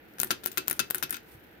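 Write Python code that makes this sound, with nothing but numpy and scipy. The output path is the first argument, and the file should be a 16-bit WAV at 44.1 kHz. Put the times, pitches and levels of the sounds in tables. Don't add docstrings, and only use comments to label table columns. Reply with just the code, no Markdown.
import sys
import numpy as np
from scipy import signal
from scipy.fft import rfft, irfft, next_fast_len
from scipy.io import wavfile
from scipy.ndimage import map_coordinates

SR = 44100
rng = np.random.default_rng(int(sys.argv[2]) if len(sys.argv) > 2 else 0)


def wav_record(signal):
    frames = np.transpose(np.atleast_2d(signal))
    bounded = np.clip(frames, -1, 1)
    quanta = np.round(bounded * 32767).astype(np.int16)
    wavfile.write(sys.argv[1], SR, quanta)


N = 70560


def amp(db):
    return 10 ** (np.asarray(db) / 20)


def unit(x):
    return x / np.sqrt(np.mean(x ** 2) + 1e-20)


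def along(points, hz):
    point_hz, values = np.transpose(points)
    return np.interp(np.log(hz + 1), np.log(point_hz + 1), values)


def filtered(x, response):
    n = x.shape[-1]
    padded = next_fast_len(n + 8192)
    return irfft(rfft(x, padded) * response(np.fft.rfftfreq(padded, 1 / SR)), padded)[..., :n]


def hiss(colour, size):
    hz = np.fft.rfftfreq(size, 1 / SR)
    return unit(irfft(rfft(rng.standard_normal((2, size))) * amp(along(colour, hz)), size))


def burst(t, colour, rise_s, t60_s):
    age_s = t[:2048]
    envelope = amp(-60 * age_s / max(t60_s, 0.002)) * (1 - np.exp(-age_s / max(rise_s, 0.00005)))
    envelope /= envelope.max()
    noise = envelope * hiss(colour, len(age_s))
    noise *= np.linalg.norm(envelope) / np.linalg.norm(noise, axis=1, keepdims=True)
    return np.pad(noise, [(0, 0), (0, len(t) - len(age_s))])


def dying(noise, decay):
    hz, t, spectra = signal.stft(noise, SR, nperseg=128)
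    spectra *= amp(-60 * t / along(decay, hz)[:, None])
    return signal.istft(spectra, SR, nperseg=128)[1][:, :noise.shape[1]]


def ring(modes, t, rise_s):
    scatter_db, spread_rad, min_rise_s = 1.4, 0.85, 0.00034
    waver_rad, waver_rate_hz, full_waver_hz = 1.96, 252, 8600
    hz, db, t60_s = np.transpose(modes)[:, :, None]
    db = db + scatter_db * rng.standard_normal(db.shape)
    knots = rng.standard_normal((2, len(modes), 100))
    start_rad = np.pi + spread_rad * rng.standard_normal(db.shape)
    age_s = t[t < t60_s.max()]
    position = np.clip(age_s * waver_rate_hz, 0, 98)
    k = position.astype(int)
    wander = knots[..., k] * (1 - position + k) + knots[..., k + 1] * (position - k)
    depth_rad = waver_rad * np.minimum(hz / full_waver_hz, 1) ** 0.82
    swing = np.sin(2 * np.pi * hz * age_s + start_rad + depth_rad * wander)
    ringing = (amp(db - 60 * age_s / t60_s) * swing).sum(axis=1)
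    attack = 1 - np.exp(-age_s / max(rise_s, min_rise_s))
    return np.pad(ringing * attack, [(0, 0), (0, len(t) - len(age_s))])


def room_hum():
    # (frequency [Hz], level [dB])
    colour = [(15, -43), (25, -26), (60, -10), (115, -13.5), (160, -12.5), (185, -8.5), (250, -11.5),
              (340, -2.5), (390, -14.5), (440, -6), (600, -16), (800, -13.5), (1100, -23.5), (1500, -12.5),
              (2500, -18.5), (4000, -27.5), (6000, -44), (12000, -115), (16000, -60)]
    # (frequency [Hz], correlation before clipping [-])
    likeness = [(60, 0.79), (240, 0.77), (950, -0.036), (3770, 0.0097), (15000, -1.4)]

    def mid_side_gains(hz):
        angle_rad = np.arccos(np.clip(along(likeness, hz), -1, 1)) / 2
        return np.array([np.cos(angle_rad), np.sin(angle_rad)])

    mid, side = filtered(hiss(colour, N), mid_side_gains)
    return amp(-52.5) * unit(np.array([mid + side, mid - side]))


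def room_echo(direct):
    # (frequency [Hz], t60 [s])
    decay = [(300, 0.34), (1500, 0.16), (5000, 0.22), (10000, 0.12), (16000, 0.11)]
    n = len(direct)
    tail = dying(rng.standard_normal((2, n)), decay)
    echo = irfft(rfft(direct, 2 * n) * rfft(tail, 2 * n))[:, :n]
    return amp(-10) * echo / np.linalg.norm(tail[0])


def rustle():
    # (time [s], level [dB])
    swells = [(0.0, -61.5), (0.186, -58.5), (0.27, -46.5), (0.4, -58), (0.534, -51), (0.646, -55.5),
              (0.766, -48), (0.918, -58), (0.979, -46), (1.09, -63), (1.22, -59.5), (1.3, -52.5),
              (1.335, -50.5), (1.38, -56.5), (1.6, -60.5)]
    # (frequency [Hz], level [dB])
    treble_colour = [(2000, 3), (6000, -5.5), (9000, -14), (12000, -1.5), (15000, 7), (16500, 0.5)]
    # (frequency [Hz], level [dB])
    lower_colour = [(3000, -20), (7000, -10.5), (9500, 1), (12000, -18), (16500, -7.5)]
    flicker_hz, flicker_db = 150, 1.66
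    t = np.arange(N) / SR
    swell_s, swell_db = np.transpose(swells)
    level_db = np.interp(t, swell_s, swell_db)
    flicker = map_coordinates(rng.standard_normal(400), [t * flicker_hz])
    lower = amp(-12.5 + 1.17 * (level_db - swell_db.mean())) * hiss(lower_colour, N)
    return amp(level_db + flicker_db * flicker) * (hiss(treble_colour, N) + lower)


def low_bumps_and_bottle_ring():
    # (time [s], level [dB], frequency [Hz], t60 [s])
    tones = [(1.041, -46.5, 140, 0.12), (1.141, -47, 235, 0.31), (1.349, -39, 131, 0.053),
             (1.376, -44.5, 112, 0.047)]
    out = np.zeros(N)
    for start_s, db, hz, t60_s in tones:
        age_s = np.maximum(np.arange(N) / SR - start_s, 0)
        out -= amp(db - 60 * age_s / t60_s) * np.sin(2 * np.pi * hz * age_s)
    return out


def bottle_thud(t):
    # (frequency [Hz], level [dB], t60 [s])
    modes = [(131.4, -7.5, 0.17), (231.2, 1.5, 0.11), (298.5, -3.5, 0.16), (367.2, 7, 0.13)]
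    return ring(modes, t, rise_s=0.0052) * amp([[0.3], [-0.3]])


def wire_knock(t, rise_s):
    # (frequency [Hz], level [dB], t60 [s])
    modes = [(1031, -6, 0.076), (1374, 6, 0.064), (1492, 6.5, 0.04), (1626, 0, 0.076), (2250, -21, 0.023),
             (2531, -1, 0.054), (2630, -4, 0.12), (2970, -7.5, 0.12), (3170, -9.5, 0.12), (3592, 7, 0.029),
             (3960, -2, 0.07), (4640, 0, 0.043), (4780, -15, 0.067), (5550, -5, 0.04), (6340, 4, 0.04),
             (8660, -2, 0.043)]
    # (frequency [Hz], level [dB])
    colour = [(150, -17.5), (400, -6), (900, -24), (1400, -6.5), (3000, 1), (6000, 0), (8500, -3),
              (10500, -26), (14000, 0.5), (16500, -24)]
    # (frequency [Hz], t60 [s])
    decay = [(300, 0.46), (1400, 0.2), (4000, 0.11), (8000, 0.04), (16000, 0.024)]
    dip_width_s = 0.0001094
    offset = t / dip_width_s - 3
    dip = amp(13.5) * (2 * offset ** 2 - 1) * np.exp(-offset ** 2)
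    clack = amp(11) * burst(t, colour, rise_s, t60_s=0.01)
    buzz = amp(1.94) * dying(hiss(colour, len(t)), decay)
    return dip + clack + ring(modes, t, rise_s) + buzz


def tube_hollow(t, rise_s):
    # (frequency [Hz], level [dB], t60 [s])
    modes = [(1496, 12.1, 0.013), (1804, 6.2, 0.029), (2050, 3.3, 0.021), (2400, 1.3, .016)]
    return ring(modes, t, rise_s)


def spout_ring(t, rise_s, low_db, mid_db, top_db):
    # (frequency [Hz], level [dB], t60 [s])
    low_modes = [(10480, 9, 0.025), (10420, -20, 0.081), (10340, 10, 0.035), (10550, 6, 0.023)]
    mid_modes = [(11500, -10, 0.026), (12340, 3.5, 0.026), (11850, -4, 0.027), (13300, -8, 0.038)]
    top_modes = [(13600, -23, 0.025), (14100, 9, 0.032), (13700, -4, .03), (14480, -10, 0.096)]
    clusters = [(low_db, low_modes), (mid_db, mid_modes), (top_db, top_modes)]
    return sum(amp(db) * ring(modes, t, rise_s) for db, modes in clusters)


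def ball_tick(t, rise_s, t60_s, tick_db, pop_db):
    # (frequency [Hz], level [dB])
    colour = [(200, -36), (1000, -25), (4000, -31), (9000, -13), (11500, -17.5), (14200, -1.5), (16500, -9)]
    dip_width_s, rebound_s = 0.00005, 0.00065
    dip = np.exp(-(t / dip_width_s - 3) ** 2)
    rebound = t * np.exp(-t / rebound_s)
    pop = rebound * dip.sum() / rebound.sum() - dip
    return amp(tick_db) * burst(t, colour, rise_s, t60_s) + amp(pop_db) * pop


def licking():
    # (time [s], tick [dB], rise [s], tick t60 [s], pop [dB], low ring [dB],
    # mid ring [dB], top ring [dB], hollow [dB], knock [dB], thud [dB], left over right [dB])
    contacts = [(0.1375, -47, 0.0001, 0.0043, -41, -85, -72.0, -65, -83, -75, -60, 2.0),
                (0.1843, -41, 0.0002, 0.0067, -30, -54, -46, -53, -49, -54, -76, 1.7),
                (0.194, -36, 0.0017, 0.014, -28.5, -65.0, -45, -56.0, -67, -63, -61, 19.4),
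                (0.2011, -6.5, 0.00027, 0.0027, -19, -56, -35, -45.0, -64, -47.5, -52.5, 12.3),
                (0.214, -15.5, 0.00032, 0.017, -23, -52, -50.0, -40, -62.0, -46, -44, 2.8),
                (0.2329, -10.5, 0.000091, 0.0019, -15, -39.5, -55, -40, -41.5, -49.5, -76, 16.6),
                (0.2452, -18.5, 0.00017, 0.0083, -36, -43, -58.0, -48.0, -41, -58, -43, 4.4),
                (0.272, -35, 0.00017, 0.006, -44, -60, -64, -62, -68, -59, -71, 9.7),
                (0.3063, -34, 0.00031, 0.0055, -15.5, -40, -36, -43.0, -64, -30, -45, 9.7),
                (0.3119, -14, 0.00043, 0.0034, -13.5, -37.5, -40, -42, -63, -39.5, -39, 5.3),
                (0.3133, -24, 0.0007, 0.0039, -32, -39, -35, -50, -63, -36.5, -42.5, 1.7),
                (0.3145, -19, 0.0002, 0.004, -30, -51, -50, -55, -62, -44, -59, 5),
                (0.3233, -36, 0.0014, 0.011, -37.0, -55.0, -55.0, -56.0, -65, -55, -58, 1.5),
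                (0.4358, -43.0, 0.00014, 0.006, -28.5, -55, -59, -55, -51, -55, -47.5, 7.6),
                (0.44, -31.5, 0.0014, 0.0066, -38, -58.0, -55.0, -59.0, -67, -55.5, -52, 14.5),
                (0.454, -28, 0.00066, 0.012, -50, -59, -52, -53, -62, -48, -60, 4.7),
                (0.4603, -6.5, 0.00012, 0.0017, -13.5, -46, -57, -55, -80, -47.5, -51, 13.2),
                (0.4721, -19, 0.00023, 0.0065, -32, -45, -61, -48, -48, -62, -45.5, 7.3),
                (0.4768, -43, 0.0029, 0.012, -43, -37, -57.0, -53, -42, -48, -47, 1.4),
                (0.516, -33, 0.009, 0.016, -39, -62.0, -57, -55.0, -79, -51.5, -53, 7.7),
                (0.529, -34, 0.00022, 0.006, -37, -72.0, -66.0, -68, -71, -64, -77, 5.9),
                (0.5737, -20.5, 0.00022, 0.0089, -41, -46, -35, -43, -36, -35.5, -43.5, 11.4),
                (0.5796, -13.5, 0.00015, 0.0087, -29, -35.5, -42, -30, -51, -34, -42, 2.8),
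                (0.5821, -33, 0.0002, 0.005, -47, -60, -55, -55, -48, -44, -65, 6.8),
                (0.587, -49, 0.002, 0.011, -49, -63, -59, -50, -53, -53, -52, 4.4),
                (0.675, -30, 0.0015, 0.0039, -23.5, -71, -64, -57, -50, -52, -62, 3.4),
                (0.6816, -10.5, 0.00013, 0.0033, -14.5, -46, -54, -56.0, -50, -52, -50, 14.6),
                (0.6987, -16, 0.0004, 0.0048, -31, -40, -56.0, -54.0, -45, -50.5, -61, 11),
                (0.711, -14, 0.00022, 0.01, -14, -36, -57, -48, -35, -45, -43, 11.2),
                (0.7287, -18.5, 0.00026, 0.0039, -25, -36, -56, -47.0, -42, -56, -54, 4.6),
                (0.7933, -21, 0.00041, 0.0093, -32, -41, -48.0, -40, -62, -32, -47, 13),
                (0.7987, -15.5, 0.0012, 0.0046, -20, -35.5, -41, -46, -51, -34.5, -43, 11.5),
                (0.8001, -17.5, 0.00042, 0.0052, -14, -35, -51, -46.0, -45, -36, -39, 3.8),
                (0.8037, -38, 0.0002, 0.004, -32, -55, -55, -55, -64, -48, -75, 5.3),
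                (0.8102, -46, 0.0032, 0.012, -44, -59, -57, -48, -61, -47, -51, 3),
                (0.902, -27, 0.0011, 0.012, -22, -48, -28, -48.0, -57, -50, -60, 10),
                (0.9086, -12.5, 0.00021, 0.0049, -13.5, -59, -54.0, -57.0, -73, -50, -68, 14.6),
                (0.946, -14, 0.0002, 0.0089, -40, -32.5, -51.0, -45, -33, -43, -46.5, 7.2),
                (0.956, -22, 0.00023, 0.0082, -46, -46, -57, -52, -41.5, -64, -51, 9.6),
                (0.982, -23.5, 0.00015, 0.008, -47, -44, -53, -50, -49.5, -52, -54, 6),
                (1.0263, -23, 0.000047, 0.0065, -36, -42.5, -28, -56.0, -37.5, -36, -44.5, 12),
                (1.0332, -23, 0.00056, 0.011, -26, -40.0, -28, -38, -55, -37.5, -81, 4.1),
                (1.037, -25, 0.0015, 0.012, -15.5, -52, -30, -49.0, -64, -46.5, -55, 4),
                (1.095, -34, 0.0014, 0.015, -27.5, -57, -63.0, -62.0, -43, -56, -74, 3.7),
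                (1.107, -11.5, 0.00029, 0.0071, -32, -35.5, -59, -54, -46, -49.5, -55, 8.2),
                (1.1136, -31, 0.0036, 0.0069, -52.0, -60, -58.0, -49, -41, -56, -46, 4),
                (1.1262, -19, 0.00037, 0.0031, -36, -43, -54, -51, -52, -45.5, -47, 6.5),
                (1.1299, -26, 0.00016, 0.0037, -43, -46, -60, -51, -43, -70, -64, 14),
                (1.137, -43.0, 0.002, 0.012, -44, -78, -65, -59.0, -49, -50, -63, 2.6),
                (1.1433, -25, 0.000083, 0.0039, -34, -67, -40, -56.0, -43, -41, -64, 6.7),
                (1.156, -39, 0.0023, 0.022, -51, -60, -58, -58, -55, -54, -63, 6),
                (1.167, -33.5, 0.00085, 0.011, -34, -59, -46, -58, -45.5, -50.5, -73, 10.7)]
    port_lag_s = 0.0004
    t = np.arange(6144) / SR
    end_fade = np.clip(10 - 10 * t / t[-1], 0, 1)
    out = np.zeros((2, N + SR))
    for contact in contacts:
        start_s, tick_db, rise_s, t60_s, pop_db, *ring_db, hollow_db, knock_db, thud_db, pan_db = contact
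        direct = ball_tick(t, rise_s, t60_s, tick_db, pop_db) + spout_ring(t, rise_s, *ring_db)
        direct += amp(knock_db) * wire_knock(t, rise_s)
        direct += amp(hollow_db) * tube_hollow(t, rise_s)
        panned = direct * amp([[pan_db / 2], [-pan_db / 2]])
        sound = panned + room_echo(direct[0]) + amp(thud_db) * bottle_thud(t)
        for port in (0, 1):
            first = round((start_s + port * port_lag_s) * SR)
            out[port, first:first + len(t)] += sound[port] * end_fade
    return out[:, :N]


def scene():
    background = filtered(room_hum() + rustle(), lambda hz: hz < 15900)
    return background + low_bumps_and_bottle_ring() + licking()


def record(dry):
    # (frequency [Hz], gain [dB])
    response = [(20, -12), (70, 0), (9000, -4.5), (10400, -3.5), (11250, -1), (11800, 0.5), (14300, -5.5),
                (15000, -4.5), (16500, -23.5), (16650, -41), (16900, -49)]
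    return filtered(dry, lambda hz: amp(along(response, hz)) * (hz < 16900))


dry = scene()
out = record(dry)
wav_record(out)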